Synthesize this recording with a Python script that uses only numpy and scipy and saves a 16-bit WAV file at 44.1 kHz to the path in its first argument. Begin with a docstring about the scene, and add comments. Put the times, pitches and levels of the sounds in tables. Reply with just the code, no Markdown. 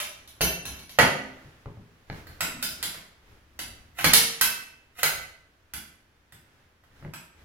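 """Setting a steel trap in a hall

A spring trap is put down on the floor, cocked with a lever under a boot, and latched.
Each knock makes the bars, plate and catch clack and ring, and the trigger wire rasps as it
slides into place. Boots thud on the springy floor, sleeves rustle, and the hall echoes every blow."""
import sys
import numpy as np
from scipy import signal
from scipy.fft import rfft, irfft
from scipy.io import wavfile
from scipy.ndimage import uniform_filter1d

SR = 44100
rng = np.random.default_rng(int(sys.argv[2]) if len(sys.argv) > 2 else 0)


def bounce(signal):
    """Save signal as a 16-bit WAV file at the path given by the first command-line argument."""
    frames = np.transpose(np.atleast_2d(signal))
    limited = np.clip(frames, -1, 1)
    pcm = np.round(limited * 32767).astype(np.int16)
    wavfile.write(sys.argv[1], SR, pcm)


N = 328104
TIME = np.arange(N) / SR
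RING_S = TIME[:SR]   # the first second, for shaping one blow

# Steel hits steel or floor. Each row: start in seconds, kind of contact, strength in dB, brightness
# in dB per octave, floor thump in dB, ping pitch in Hz, ping level in dB.
CLACKS = [(0.0, "bar", -3, 0.66, -25, 10300, -13.5), (0.274, "frame", -23.5, 2, -33, 13300, -6),
          (.407, "frame", 3.5, -3.5, 3, 1747, -11), (.412, "frame", -1, 3.5, -13.5, 6050, -10.5),
          (.652, "frame", -8, 0.6, -12, 6000, -5), (.688, "frame", -23.5, -3, -13, 5800, -1.5),
          (.79, "frame", -20, 0.1, -17, 6000, -6), (.892, "frame", -18.5, 0.5, -27, 12600, -1.5),
          (0.986, "plate", 12.5, -3.5, 8.5, 1945, -9.5), (2.268, "wire", -20.5, -2, -26, 4280, -4),
          (2.405, "plate", 1, 0.5, -7, 7730, -2), (2.625, "bar", -1.2, 2.5, -12, 5090, -10),
          (2.826, "bar", -2, 2, -14, 10800, -9), (2.944, "wire", -17, -2, -23, 13390, -7),
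          (3.589, "bar", -6.5, 0.7, -17.5, 10780, -5), (3.987, "plate", -6.5, -1, -16, 2970, -12),
          (4.008, "bar", -11, 0.5, -20.5, 2940, -17), (4.042, "plate", 10.5, 0.04, 4.5, 2150, -14.5),
          (4.133, "bar", 14, 3, -4.5, 9990, -12), (4.41, "wire", 9.5, 2, -10, 4670, -18),
          (5.03, "wire", 9, 0.2, -14.5, 2026, -20), (5.735, "wire", -8, 1.5, -14, 11050, -7),
          (6.321, "wire", -24, -0.5, -20, 8120, -4), (6.836, "wire", -35.5, -3, -36, 9980, -22),
          (7.135, "plate", -14, -0.2, -20.5, 7970, -1)]
# A blow has five ranges: thump, knock, clack, clink, sizzle. Each row: low edge, high edge, in Hz.
RANGES_HZ = [(50, 300), (300, 1100), (1100, 2400), (2400, 7000), (9000, 16000)]
# Each kind of contact: levels from knock to sizzle, then the ring of frame, bar and wire, all in dB.
CONTACTS = {"frame": ((-7, -5, .5, -3), (1.6, -16.5, -18.5)), "bar": ((-6, -1.5, -0.6, -4.5),
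            (-17, -14, -17)), "plate": ((-5, 1.5, -1.5, -4.5), (-6, -15, -22.5)),
            "wire": ((-7.5, 0, -3.5, -3.5), (-30, -20, -13))}
# The natural tones of the frame, the spring-loaded bar and the trigger wire.
# Each row: pitch in Hz, level in dB, seconds to fade by 60 dB (called t60).
FRAME_TONES = [(1078,-15.5,0.19),(1800,-21,.1),(2250,-15,.25),(2710,-7.5,0.056),(3060,-16,.22),(4060,-17.5,0.25),(6029,-6.5,0.2),(6880,-16,0.23),(8716,-11.5,0.23),(9970,-6.5,0.26),(10600,-6,0.19),(10920,1,0.071),(11940,-8,0.2),(12640,-5,0.24)]
BAR_TONES = [(665,-11.5,0.055),(1380,-7,0.3),(2680,-13.5,0.55),(3045,-9,0.22),(3100,-11.5,0.36),(4000,-11.5,0.4),(4700,-15,0.3),(4730,-16,0.32),(5920,-9.5,.2),(6040,-8,0.48),(5860,-2.5,0.42),(8000,-10.5,0.24),(10110,3.5,0.1),(10900,-3,.2),(10930,3,0.21),(11900,-6,.25),(13000,-11,.25),(14115,-5.5,0.16)]
WIRE_TONES = [(664.5,-4.5,.3),(1525,-3.5,0.27),(2035,1,0.075),(2050,-11,0.2),(2236,-9.5,0.28),(2650,-11,0.33),(2930,-13,0.14),(4930,-15,0.27),(8400,-9.5,0.34),(10100,-7.5,0.23),(11800,-7,.2),(11900,-9,0.11)]
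# Tones that linger after a blow. Each row: start in seconds, pitch in Hz, level in dB, t60 in seconds.
HUMS = [(0.0,592,-38,0.15),(0.411,65,-28.5,0.45),(0.411,2702,-23,.24),(.413,6030,-32,0.24),(.688,67,-38,0.3),(0.986,260.2,-22.5,0.46),(2.539,250.6,-33,0.17),(4.046,161.1,-27,0.46),(4.132,458.6,-33.5,0.94),(4.135,6037,-29,.3),(4.41,2618,-35,0.65),(5.029,151.6,-34.5,0.26),(5.738,72,-42,0.36),(7.057,150,-32.5,0.078)]
# The tone colour of steel, floor, cloth and boots. Each row: frequency in Hz, level in dB.
STEEL_COLOUR = [(35,-11.5),(65,0),(100,-3),(160,2.5),(240,-1.5),(350,-2.5),(470,-4),(650,0),(850,0),(1080,-1.5),(1300,4.5),(1950,3),(2450,0),(3000,-0.5),(3600,-5),(4600,-5.5),(5900,-8.5),(7000,-7),(11000,-7),(15500,-9.5)]
RUMBLE_COLOUR = [(25,0.5),(45,0),(70,7.5),(105,1.5),(170,-6.5),(270,-10),(370,-20.5),(600,-21.5),(1200,-39)]
RUSTLE_COLOUR = [(150,-6.5),(300,2.5),(600,-3),(900,-4),(1700,-2.5),(4000,-16),(9400,-22),(14000,-28),(16000,-26)]
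BOOT_COLOUR = [(30,-8),(70,-6.5),(140,2),(230,-7.5),(400,-8.5),(900,-7),(2000,-19.5),(4000,-49),(15000,-50)]
# How long the hall rings. Each row: frequency in Hz, t60 in seconds.
HALL_T60 = [(60,0.22),(150,0.66),(400,0.65),(1000,0.56),(2000,0.59),(5000,0.51),(9000,0.45),(15000,0.35)]
# How alike left and right sound. Each row: frequency in Hz, likeness from 0 to 1.
LIKENESS = [(60,.97),(200,.9),(400,.72),(800,.3),(1600,.05),(8000,.02)]
# The first echoes. Each row: delay in seconds, level in dB, extra delay on the left in seconds.
ECHOES = [(.0032,-9,.00009),(.012,-13,-.00015),(.023,-12,.00032),(.030,-8,.0001),(.048,-13,.00032)]
# Swells of low rumble and rustle.
# Each row: midpoint in seconds, length in seconds, rumble in dB, rustle in dB.
SWELLS = [(0.733, 0.23, -55, -53), (1.358, 0.59, -62.5, -57.5), (2.172, 0.13, -43.5, -50),
          (2.318, 0.26, -48, -57.5), (2.485, 0.13, -53, -44.5), (2.84, 0.29, -53.5, -54),
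          (3.324, 0.2, -56.5, -61.5), (3.743, 0.41, -52, -65.5), (5.16, 0.22, -51, -69),
          (6.567, 0.36, -67, -65.5), (7.027, 0.22, -54.5, -59.5), (7.41, .12, -57, -59.5)]
# Footsteps. Each row: start in seconds, strength in dB, brightness in dB per octave, thump in dB.
STEPS = [(1.446, -38, -6.5, -15.5), (1.657, -29.5, -10.5, -4.5), (1.769, -47.5, -13.5, -12.5),
         (2.098, -16.5, -6.5, -4.5), (2.565, -35, -7, -16.5), (7.024, -35.5, -9.5, -11),
         (7.047, -29, -10, -8)]
# A rubber sole's levels of knock, clack, clink and sizzle, in dB.
SOLE_DB = (-9, -1.3, -2, -23)
# The trigger wire slides. Each row: time of the hardest rub in seconds, level in dB.
SLIDES = [(2.624, -44), (3.99, -31), (4.992, -30.5)]
# The tone colour of two microphone openings. Each row: frequency in Hz, left in dB, right in dB.
MIC_COLOUR = [(197,-0.07,-1.3),(930,0.5,0.5),(1900,-1,2.5),(3340,4.5,4),(5840,5.5,1.5),(8550,-2,0),(9300,-4.5,1),(9740,-16,2),(10285,-19,10),(10400,-12,6.5),(12290,-6,6),(14300,-3,8),(15100,3,-10)]


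def from_db(db):
    """Turn decibels into a gain."""
    return 10 ** (np.asarray(db) / 20)


def unit(x):
    """Scale a sound to an average energy of one per channel."""
    return x / np.sqrt(np.mean(np.sum(x ** 2, axis=-1)) + 1e-20)


def at_hz(points, hz, column=1):
    """Look up a frequency in a table, gliding between its rows."""
    table = np.array(points)
    return np.interp(np.log(np.maximum(hz, 1)), np.log(table[:, 0]), table[:, column])


def colour(x, points, column=1, size=4096):
    """Make each frequency louder or softer as a table says."""
    gains = from_db(at_hz(points, np.fft.rfftfreq(size, 1 / SR), column))
    cepstrum = irfft(np.log(gains))
    # fold it so that the filter never sounds ahead of the blow
    cepstrum[1:size // 2] *= 2
    cepstrum[size // 2 + 1:] = 0
    return signal.fftconvolve(x, irfft(np.exp(rfft(cepstrum))))[:len(x)]


def fade(t60):
    """A one-second curve that drops 60 dB every t60 seconds."""
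    return np.exp(-np.log(1000) * RING_S / t60)


def burst(t60):
    """A crowd of short-lived tones, made as fading noise."""
    return unit(rng.standard_normal(SR) * fade(t60))


def add(track, s, sound):
    """Mix a sound in at s seconds."""
    start = round(s * SR)
    track[start:start + len(sound)] += sound[:N - start]


def balance(blow, shares_db, strength_db, brightness_db, thump_db, pivot_hz=3000):
    """The floor takes the thump; strength sets the level of the upper ranges and brightness tilts them."""
    centres_hz = np.sqrt(np.prod(RANGES_HZ, axis=1))
    octaves = np.log2(centres_hz[1:] / pivot_hz)
    wanted_db = np.r_[thump_db, strength_db + np.array(shares_db) + brightness_db * octaves]
    power = 2 * abs(rfft(blow)) ** 2 / SR   # one value per Hz
    tilt = np.array([(hz, 0) for hz in centres_hz])
    for _ in range(3):   # each pass comes closer to the wanted levels
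        tilted = power * from_db(at_hz(tilt, np.arange(len(power)))) ** 2
        tilt[:, 1] += wanted_db - 10 * np.log10([tilted[lo:hi].sum() for lo, hi in RANGES_HZ])
    return colour(blow, tilt)


def boards(t60, cutoff_hz, give_s):
    """The springy floor gives under a blow and booms a moment later."""
    swing = unit(burst(t60) * (1 - np.exp(-RING_S / give_s)))
    return signal.sosfilt(signal.butter(2, cutoff_hz, fs=SR, output="sos"), swing)


def clatter(t60, count=110):
    """Plate and bars have many weaker tones; each blow wakes a different set."""
    spectrum = np.zeros(SR // 2 + 1, complex)
    hz = (400 + 15300 * rng.random(count) ** 1.3).astype(int)
    spectrum[hz] = rng.standard_normal(count) + 1j * rng.standard_normal(count)
    return unit(irfft(spectrum, SR) * fade(t60))


def ping(hz, edge_ratio=1.04, t60=.12):
    """The struck spot rings with a tight cluster of tones."""
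    band = signal.butter(1, [hz / edge_ratio, hz * edge_ratio], "band", fs=SR, output="sos")
    return unit(signal.sosfilt(band, signal.sosfilt(band, burst(t60))))


def ring(tones, spread_db, detune):
    """A blow wakes each tone by a different amount; grip and spring load shift the pitches a little."""
    out = np.zeros(SR)
    for size, shift, sign, (hz, db, t60) in zip(*rng.standard_normal((3, len(tones))), tones):
        wave = np.sin(2 * np.pi * hz * (1 + detune * shift) * RING_S)
        out += np.sign(sign) * from_db(db + spread_db * size) * fade(t60) * wave
    return unit(out)


def trap(push_hz=1800):
    """Each contact pushes and cracks, the floor booms, and the steel parts clatter and ring."""
    out = np.zeros(N)
    soften = signal.butter(2, push_hz, fs=SR, output="sos")
    push = from_db(-9) * unit(signal.sosfilt(soften, signal.unit_impulse(SR) + 1e-18))
    for s, contact, strength_db, brightness_db, thump_db, ping_hz, ping_db in CLACKS:
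        shares_db, rings_db = CONTACTS[contact]
        crack = burst(t60=0.025) + from_db(-5) * burst(t60=0.066)
        boom = from_db(8) * boards(t60=0.13, cutoff_hz=188, give_s=.04)
        blow = push + crack + boom
        blow += from_db(-10.5) * clatter(t60=.19)
        blow += from_db(ping_db) * ping(ping_hz)
        for tones, db in zip((FRAME_TONES, BAR_TONES, WIRE_TONES), rings_db):
            blow += from_db(db) * ring(tones, spread_db=1.5, detune=0.0038)
        blow = colour(blow, STEEL_COLOUR)
        add(out, s, balance(blow, shares_db, strength_db, brightness_db, thump_db))
    return out


def hums():
    """Struck boards, frame and coil spring sing on, each hum one pure fading tone."""
    out = np.zeros(N)
    for s, hz, db, t60 in HUMS:
        add(out, s, from_db(db) * fade(t60) * np.sin(2 * np.pi * hz * RING_S))
    return out


def diffuse(size):
    """Noise from all around: left and right are alike in the bass, unrelated in the treble."""
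    alike = at_hz(LIKENESS, np.fft.rfftfreq(size, 1 / SR))
    mid, side = rfft(rng.standard_normal((2, size)))
    return irfft(np.sqrt(1 + alike) * mid + np.sqrt(1 - alike) * side * [[1], [-1]], size)


def hall(x, direct_db, build_s=0.0026, smooth_hz=90, left_lag_s=.00009):
    """Sound arrives directly, then as a few echoes and a wash that fades at each pitch's own pace."""
    hz, s, cells = signal.stft(diffuse(SR), SR, nperseg=256)
    decay = from_db(-60 * s / at_hz(HALL_T60, hz)[:, None])
    tail = signal.istft(cells * decay, SR)[1][:, :SR]
    response = unit(tail * (1 - np.exp(-RING_S / build_s)))
    direct = (0.0016, 0.0054, left_lag_s)   # laid out like a row of ECHOES
    for delay, db, lag in [direct, *ECHOES]:
        response[0, round((delay + lag) * SR)] += from_db(direct_db + db)
        response[1, round(delay * SR)] += from_db(direct_db + db)
    # a large hall favours no pitch, so even out the broad peaks and dips
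    power = uniform_filter1d(np.mean(abs(rfft(response)) ** 2, axis=0), smooth_hz)
    even = np.column_stack([np.arange(len(power)) + 1, -10 * np.log10(power)])
    response = np.array([colour(side, even) for side in response])
    return signal.fftconvolve(x[None], unit(response), axes=1)[:, :N]


def rumble_and_rustle(quiet_db=(-60, -61), calming_db_per_s=0.99):
    """Swells over a sinking hush: weight shifts, sleeves brush, or the floor booms after a blow."""
    power = from_db(np.array(quiet_db)[:, None] - calming_db_per_s * TIME) ** 2
    for s, length, *levels_db in SWELLS:
        swell = np.exp(-2 * (2 * (TIME - s) / length) ** 2)
        power += from_db(levels_db)[:, None] ** 2 * swell
    out = np.zeros((2, N))
    for level, spectrum in zip(np.sqrt(power), (RUMBLE_COLOUR, RUSTLE_COLOUR)):
        noise = np.array([colour(side, spectrum) for side in diffuse(N)])
        out += level * unit(noise) * np.sqrt(N)
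    return out


def boots():
    """The heel slaps down; the boards give and boom a moment later."""
    out = np.zeros(N)
    for s, strength_db, brightness_db, thump_db in STEPS:
        slap = burst(t60=0.012)
        boom = from_db(7) * boards(t60=0.12, cutoff_hz=400, give_s=0.0046)
        step = colour(slap + boom, BOOT_COLOUR)
        add(out, s, balance(step, SOLE_DB, strength_db, brightness_db, thump_db))
    return out


def wire_slide(slips_per_s=1500, swell_db_per_s=754.5, ease_db_per_s=795):
    """The wire rasps over steel in many tiny slips, swelling and easing off before it catches."""
    slips = (rng.random(N) < slips_per_s / SR) * rng.standard_normal(N)
    steel = burst(t60=.02) + from_db(-15) * ring(WIRE_TONES, spread_db=-2.0, detune=0.03)
    rasp = colour(signal.fftconvolve(slips, steel)[:N], STEEL_COLOUR)
    pressure = np.zeros(N)
    for s, db in SLIDES:
        pressure += from_db(db - np.maximum(swell_db_per_s * (s - TIME), ease_db_per_s * (TIME - s)))
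    return pressure * unit(rasp) * np.sqrt(N)


def scene():
    """The trap fills the hall; footsteps come more directly, through the floor."""
    steel = trap() + hums() + wire_slide()
    return hall(steel, direct_db=-5.5) + hall(boots(), direct_db=3.5) + rumble_and_rustle()


def record(dry, ceiling=.92, cutoff_hz=15950):
    """Each microphone opening colours its side; loud peaks are rounded and the top treble is cut."""
    heard = np.array([colour(dry[0], MIC_COLOUR, column=1), colour(dry[1], MIC_COLOUR, column=2)])
    rounded = heard / (1 + (heard / ceiling) ** 6) ** (1 / 6)
    return signal.sosfilt(signal.ellip(10, .2, 80, cutoff_hz, fs=SR, output="sos"), rounded)


dry = scene()
out = record(dry)
bounce(out)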